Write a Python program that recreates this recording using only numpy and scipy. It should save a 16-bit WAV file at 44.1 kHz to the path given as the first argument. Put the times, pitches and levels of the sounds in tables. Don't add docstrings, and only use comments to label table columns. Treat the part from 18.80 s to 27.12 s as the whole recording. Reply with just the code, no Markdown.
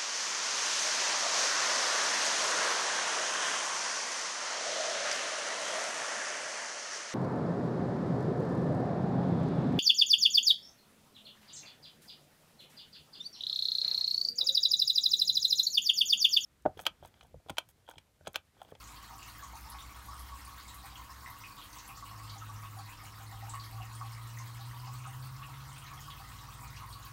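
import sys
import numpy as np
from scipy import signal
from scipy.fft import rfft, irfft
from scipy.io import wavfile
from scipy.ndimage import uniform_filter1d

SR = 44100
rng = np.random.default_rng(int(sys.argv[2]) if len(sys.argv) > 2 else 0)


def digitize_waveform(pressure):
    field = np.atleast_2d(pressure).T
    bounded = np.clip(field, -1, 1)
    quanta = np.round(bounded * 32767).astype(np.int16)
    wavfile.write(sys.argv[1], SR, quanta)


def invert_db(x):
    u = np.asarray(x, float) / 20
    return 10 ** u


N = 366912


def evened(x):
    return x / np.sqrt(np.mean(x ** 2) + 1e-20)


def read(points, hz):
    f, value = np.transpose(points)
    return np.interp(np.log(hz + 1), np.log(f + 1), value)


def columns(rows):
    s, *rest = np.transpose(rows)
    return [np.interp(np.arange(N) / SR, s, c) for c in rest]


def drift(hz, lowest=0.0477):
    t = np.arange(0, N + 256, 256) / SR
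    slow = 0
    for f in hz * np.geomspace(lowest, 1, 20):
        slow = slow + np.sin(2 * np.pi * (f * t + rng.random())) / np.sqrt(f)
    return np.interp(np.arange(N) / SR, t, evened(slow))


def tone(hz, db):
    cycles = np.cumsum(hz * np.ones(N)) / SR + rng.random()
    return np.sqrt(2) * invert_db(db) * np.sin(2 * np.pi * cycles)


def lasting(rows, fade_s=0.16):
    t = np.arange(N) / SR
    inside_s = np.minimum(t - rows[0][0], rows[-1][0] - t)
    return np.clip(inside_s / fade_s + 1, 0, 1)


def bubble(hz, cycles, glide, rise=0.25):
    turns = np.arange(1024) / SR * hz
    ring = np.sin(2 * np.pi * turns * (1 + glide * np.minimum(turns / cycles, 2)))
    return ring * np.exp(-turns / cycles) * (1 - np.exp(-turns / rise))


def lesser(peak_db, spread_db, low_hz, high_hz, count=32):
    when, strength, size = rng.random((count, 3)).T
    start_s = (np.arange(count) + when) * N / SR / count
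    level_db = peak_db + spread_db * (2 * strength - 1)
    pitch_hz = low_hz * (high_hz / low_hz) ** size
    return np.transpose([start_s, level_db, pitch_hz]).tolist()


def pops(rows, ways, cycles, glide):
    out = np.zeros(N + SR)
    varied = rng.uniform(.65, 1.3, (len(rows), 2))
    for k, ((start_s, level_db, pitch_hz), vary) in enumerate(zip(rows, varied)):
        ring = bubble(pitch_hz, cycles * vary[0], glide * vary[1])
        heard = signal.fftconvolve(ring, ways[k % len(ways)])
        out[round(start_s * SR):][:len(heard)] += invert_db(level_db) * heard / abs(heard).max()
    return out[:N]


def large_bubbles(ways):
    # start_s, level_db (peak), pitch_hz
    plops = [(0.322, -50, 743), (0.733, -42.5, 873), (0.852, -46.5, 864), (0.94, -47.5, 820),
             (1.261, -52, 824), (2.037, -47.5, 805), (2.121, -55, 790), (3.088, -49, 796),
             (3.376, -56, 720), (3.557, -46, 804), (3.689, -51, 845), (3.966, -46.5, 760),
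             (3.986, -43, 790), (4.23, -50, 780), (4.399, -52, 760), (4.518, -47, 760), (4.569, -55, 790),
             (4.624, -42.5, 807), (4.668, -45.5, 820), (4.923, -49, 770), (4.945, -49, 768),
             (5.0, -45, 745), (5.205, -48, 840), (5.239, -47.5, 774), (5.791, -50.5, 780),
             (6.069, -45.5, 818), (6.269, -48, 760), (6.68, -48, 878), (7.169, -55, 750), (7.398, -48, 792)]
    # start_s, level_db (peak), pitch_hz
    gulps = [(1.03, -46.5, 1140), (0.6252, -41, 1092), (0.9495, -47, 1095), (1.1056, -47, 1124),
             (1.2843, -40.5, 1105), (1.3299, -39.5, 1165), (1.4005, -44, 1160), (1.5198, -41.5, 1084),
             (2.1785, -42.5, 1024), (2.2949, -43, 1060), (2.4753, -44.5, 1006), (3.1738, -43.5, 1130),
             (3.2249, -40.5, 1111), (3.3112, -42, 1040), (3.3989, -43, 1103), (3.6199, -41, 1273),
             (3.6937, -42.5, 1130), (3.828, -41.5, 1070), (4.7364, -35.5, 1100), (4.808, -46, 1107),
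             (4.9816, -43.5, 1130), (5.2118, -35.5, 1142), (5.9357, -48, 1040), (6.077, -43.5, 1075),
             (6.2543, -41, 1250), (6.6167, -43, 1136), (7.1151, -40, 1130), (7.2808, -42, 1096),
             (7.6818, -44.5, 1130), (8.0207, -40.5, 1033)]
    gulps = gulps + lesser(-48, 4.5, 902, 1297)
    return pops(plops, ways, 8.7, 0.019) + pops(gulps, ways, 7.3, 0.011)


def small_bubbles(ways):
    # start_s, level_db (peak), pitch_hz
    plinks = [(0.2406, -44.5, 4000), (0.4234, -42, 2640), (0.5501, -46.5, 1890), (0.5927, -44.5, 1580),
              (0.9867, -41.5, 3450), (1.798, -44, 4440), (2.156, -41, 2920), (2.4604, -38, 1900),
              (2.6377, -39.5, 2430), (2.7811, -45, 3530), (2.8155, -41, 3040), (2.9913, -45.5, 4110),
              (3.0907, -43, 2440), (3.258, -47, 2730), (3.4972, -37.5, 4360), (7.0778, -44, 2300),
              (4.7982, -39.5, 4200), (4.8459, -48, 4970), (5.019, -42.5, 2580), (5.5737, -46.5, 1970),
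              (5.808, -43.5, 3900), (6.0735, -44.5, 4920), (6.2422, -47, 2700), (6.6303, -42, 2610),
              (6.9611, -46, 2440), (7.0173, -44.5, 2870), (7.3038, -38.5, 3180), (7.5873, -44.5, 3660),
              (7.9688, -46, 2690), (8.1276, -41, 4180)]
    # start_s, level_db (peak), pitch_hz
    ticks = [(0.0403, -44, 6430), (0.0742, -40.5, 6800), (0.4289, -43, 6700), (0.5826, -36, 15000),
             (0.6355, -40, 6400), (0.8096, -42, 12150), (0.8999, -33.5, 10600), (1.2585, -42, 11200),
             (1.3947, -36.5, 10800), (1.6496, -41, 9200), (1.6791, -40, 14700), (1.8821, -41, 7300),
             (1.944, -38, 11300), (2.5022, -37.5, 12700), (2.5865, -40, 14600), (2.8444, -44, 12270),
             (2.9856, -39, 6050), (3.0784, -36.5, 11000), (3.5828, -42, 6360), (7.3896, -43, 15300),
             (4.6952, -34.5, 7600), (4.9112, -43, 12800), (5.1517, -40, 8900), (5.5872, -39.5, 6130),
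             (6.2736, -43, 8490), (6.3674, -38, 15300), (7.2055, -44, 14500), (6.982, -43, 8330),
             (7.2055, -42.5, 6460), (8.2501, -33, 15300)]
    plinks = plinks + lesser(-51.5, -1, 2300, 4600)
    ticks = ticks + lesser(-50.5, 6.5, 5994, 10000)
    return pops(plinks, ways, 3.06, 0.024) + pops(ticks, ways, 2.8, 0.015)


def shower(per_s, spread_db):
    at = rng.random(N) < per_s / SR
    train = np.zeros(N)
    train[at] = invert_db(spread_db * np.minimum(rng.exponential(1, N)[at], 3.5))
    return train


def fizz(clump_db=1.43, count=40):
    # pitch_hz, level_db (per Hz)
    sizes = [(680, -32.5), (800, -22.5), (900, -1.5), (1100, -4.5), (1400, -8), (2200, -10), (3100, -14.5),
             (4300, -14.5), (7000, -18.5), (10000, -20.5), (15000, -15.5)]
    fizz_db, fizz_per_s, spray_db, spray_per_s = -57, 500, -68.5, 200
    knots_hz = [1300, 2600, 8000, 12000]
    out = np.zeros(N)
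    for hz in np.geomspace(680, 15300, count):
        spread_db = np.interp(hz, knots_hz, [2.6, 3.74, 3.04, 1.9])
        density = np.interp(hz, knots_hz, [2.4, 1.3, 1.3, 3.5])
        train = shower(fizz_per_s / count * density, spread_db)
        ringing = signal.oaconvolve(train, bubble(hz, 7.53, 0.052))[:N]
        out += invert_db(read(sizes, hz)) * np.sqrt(hz) * evened(ringing)
    tick = bubble(10900, 0.92, 0.16, rise=0.12)
    spray = evened(signal.oaconvolve(shower(spray_per_s, 2.3), tick)[:N])
    both = invert_db(fizz_db) * evened(out) + invert_db(spray_db) * spray
    return both * invert_db(clump_db * drift(22, lowest=0.29))


def path(direct_db=-6.0, lid_db=2, split_hz=1400):
    # mode_hz, level_db, t60_s
    modes = [(689, 4, 0.1), (749.7, 2, 0.12), (784.8, 3.5, 0.14), (790.5, -15.5, 0.12), (878, 3.5, 0.097),
             (931, -2, 0.22), (965.6, 2.5, 0.12), (1000, -4, 0.17), (1057, -1, 0.16), (1072.7, -7, 0.31),
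             (1111, 1.5, 0.17), (1130, -11, 0.43), (1208, -17, 0.39), (1241.7, 0.5, 0.17),
             (1198, -16, 0.058), (1252, -5, 0.094), (1400, -33, 0.1), (1447, -9, 0.3)]
    # band_hz, t60_s
    decay = [(1500, 0.19), (4000, 0.25), (9000, 0.2), (15000, 0.084)]
    t = np.arange(SR // 3) / SR
    lid = sum(invert_db(db - 60 * t / t60) * np.sin(2 * np.pi * hz * t) for hz, db, t60 in modes)
    lid *= 1 - np.exp(-t / .001)
    taps = np.zeros(len(t))
    at = np.arange(24, len(t) - 12, 12)
    taps[at + rng.integers(0, 12, len(at))] = rng.choice([-1., 1.], len(at))
    hz, when, z = signal.stft(taps, SR, nperseg=128)
    z = z * invert_db(-60 * when / read(decay, hz)[:, None])
    tail = signal.istft(z, SR, nperseg=128)[1][:len(t)]
    tail /= np.linalg.norm(tail)
    tail[0] += invert_db(direct_db)
    above = signal.sosfilt(signal.butter(4, split_hz, "high", fs=SR, output="sos"), tail)
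    share = np.sqrt(2 * 700 / SR)
    return above + invert_db(lid_db) * share * lid / np.linalg.norm(lid)


def wander(x, ways, hz=7.0):
    turn = np.pi * hz * np.arange(N) / SR
    out = np.zeros(N)
    for k, way in enumerate(ways):
        share = np.cos(turn + np.pi * k / len(ways)) ** 2
        out += signal.oaconvolve(x * share, way / np.linalg.norm(way))[:N]
    return out


def engine_outside():
    # time_s, speed_hz (cycles per s)
    pace = [
        (3.2, 13.5),
        (4.2, 13.1),
        (4.5, 13.5),
        (5.7, 14.65),
        (6.75, 16.8),
        (7.15, 17.3),
        (7.5, 18.9),
        (7.9, 19.2),
        (8.32, 20.7),
    ]
    # time_s, level_db (rms)
    effort = [
        (3.2, -58),
        (3.42, -49.5),
        (4.0, -47.5),
        (4.22, -56.5),
        (4.5, -48),
        (5.1, -45.5),
        (6.35, -45),
        (7.35, -58.5),
        (7.7, -76),
    ]
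    # order, level_db (rms at the boom)
    side_orders = [(7, -54), (6, -58), (5, -58)]
    # order, level_db (rms)
    weak_orders = [(3, -68), (4, -70), (9, -66), (11, -68), (13, -70)]
    # centre_hz, width_hz
    wall = [(58, 20), (146, 8), (245, 9)]
    firing_order, boom_hz, boom_width_hz = 8, 108, 21
    (speed,), (firing_db,) = columns(pace), columns(effort)
    speed = uniform_filter1d(speed, SR // 8)
    engine = tone(firing_order * speed, firing_db + 1.56 * drift(12, lowest=0.2))
    uneven_db = 3 * np.minimum(speed - 18, 0)
    for order, db in side_orders:
        boom = 1 / np.sqrt(1 + ((order * speed - boom_hz) / boom_width_hz) ** 4)
        engine += boom * tone(order * speed, db + uneven_db + 2.2 * drift(6))
    for order, db in weak_orders:
        passed = sum(1 / (1 + ((order * speed - hz) / width) ** 4) for hz, width in wall)
        engine += passed * tone(order * speed, db + 2 * drift(5))
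    return engine * lasting(pace)


def drone(start_s, end_s, first_hz, last_hz, level_db):
    rows = [(start_s, first_hz), (end_s, last_hz)]
    return tone(columns(rows)[0], level_db + 2.5 * drift(2.5, lowest=0.183)) * lasting(rows)


def outside_drones():
    # start_s, end_s, first_hz, last_hz, level_db (rms)
    drones = [(0.0, 2.2, 54.5, 56.5, -58), (0.7, 2.5, 63.5, 65.8, -55.5), (0.0, 1.6, 38.8, 40.5, -74),
              (2.6, 4.2, 41.8, 41.5, -67), (2.9, 3.8, 56.3, 53, -60), (4.5, 5.4, 48, 56, -61),
              (5.7, 7.1, 53.5, 52, -65), (7.2, 8.3, 54, 55.4, -59), (3.2, 7.6, 66.2, 65, -67),
              (7.9, 8.3, 63.5, 62.3, -59), (0.1, 1.5, 110, 113, -65), (1.9, 2.6, 114, 107, -66)]
    return sum(drone(*row) for row in drones)


def pump():
    # pitch_hz, level_db (rms)
    hum = [(100, -73), (200, -74), (300, -74.5), (400, -94.5), (500, -80)]
    return sum(tone(hz, db + 0.54 * drift(2.46)) for hz, db in hum)


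def air():
    # band_hz, level_db (per Hz)
    spectrum = [(20, -12), (45, -7), (75, -1.5), (120, 1.5), (165, -9), (300, -9.5), (355, -16.5),
                (570, -18.5), (1100, -6), (2200, -24.5), (4400, -20.5), (10000, -25.5), (16000, -35.5)]
    hz = np.fft.rfftfreq(N, 1 / SR)
    noise = irfft(rfft(rng.standard_normal(N)) * invert_db(read(spectrum, hz)), N)
    return invert_db(-57) * evened(noise)


def scene():
    ways = [path() for _ in range(3)]
    water = large_bubbles(ways) + small_bubbles(ways) + wander(fizz(), ways)
    return (water + engine_outside() + outside_drones() + pump() + air())[None]


def band_limit(x):
    return signal.sosfilt(signal.butter(12, 16670, fs=SR, output="sos"), x)


def record(dry):
    hz = np.fft.rfftfreq(N, 1 / SR)
    port_db = -5.0 * np.exp(-((hz - 10500) / 450) ** 2)
    low_dip_db = -2.1 * np.exp(-((hz - 2200) / 140) ** 2)
    edge_hz = 15830
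    mix = irfft(rfft(dry) * invert_db(port_db + low_dip_db) * (hz < edge_hz), N)
    return band_limit(mix)


dry = scene()
out = record(dry)
digitize_waveform(out)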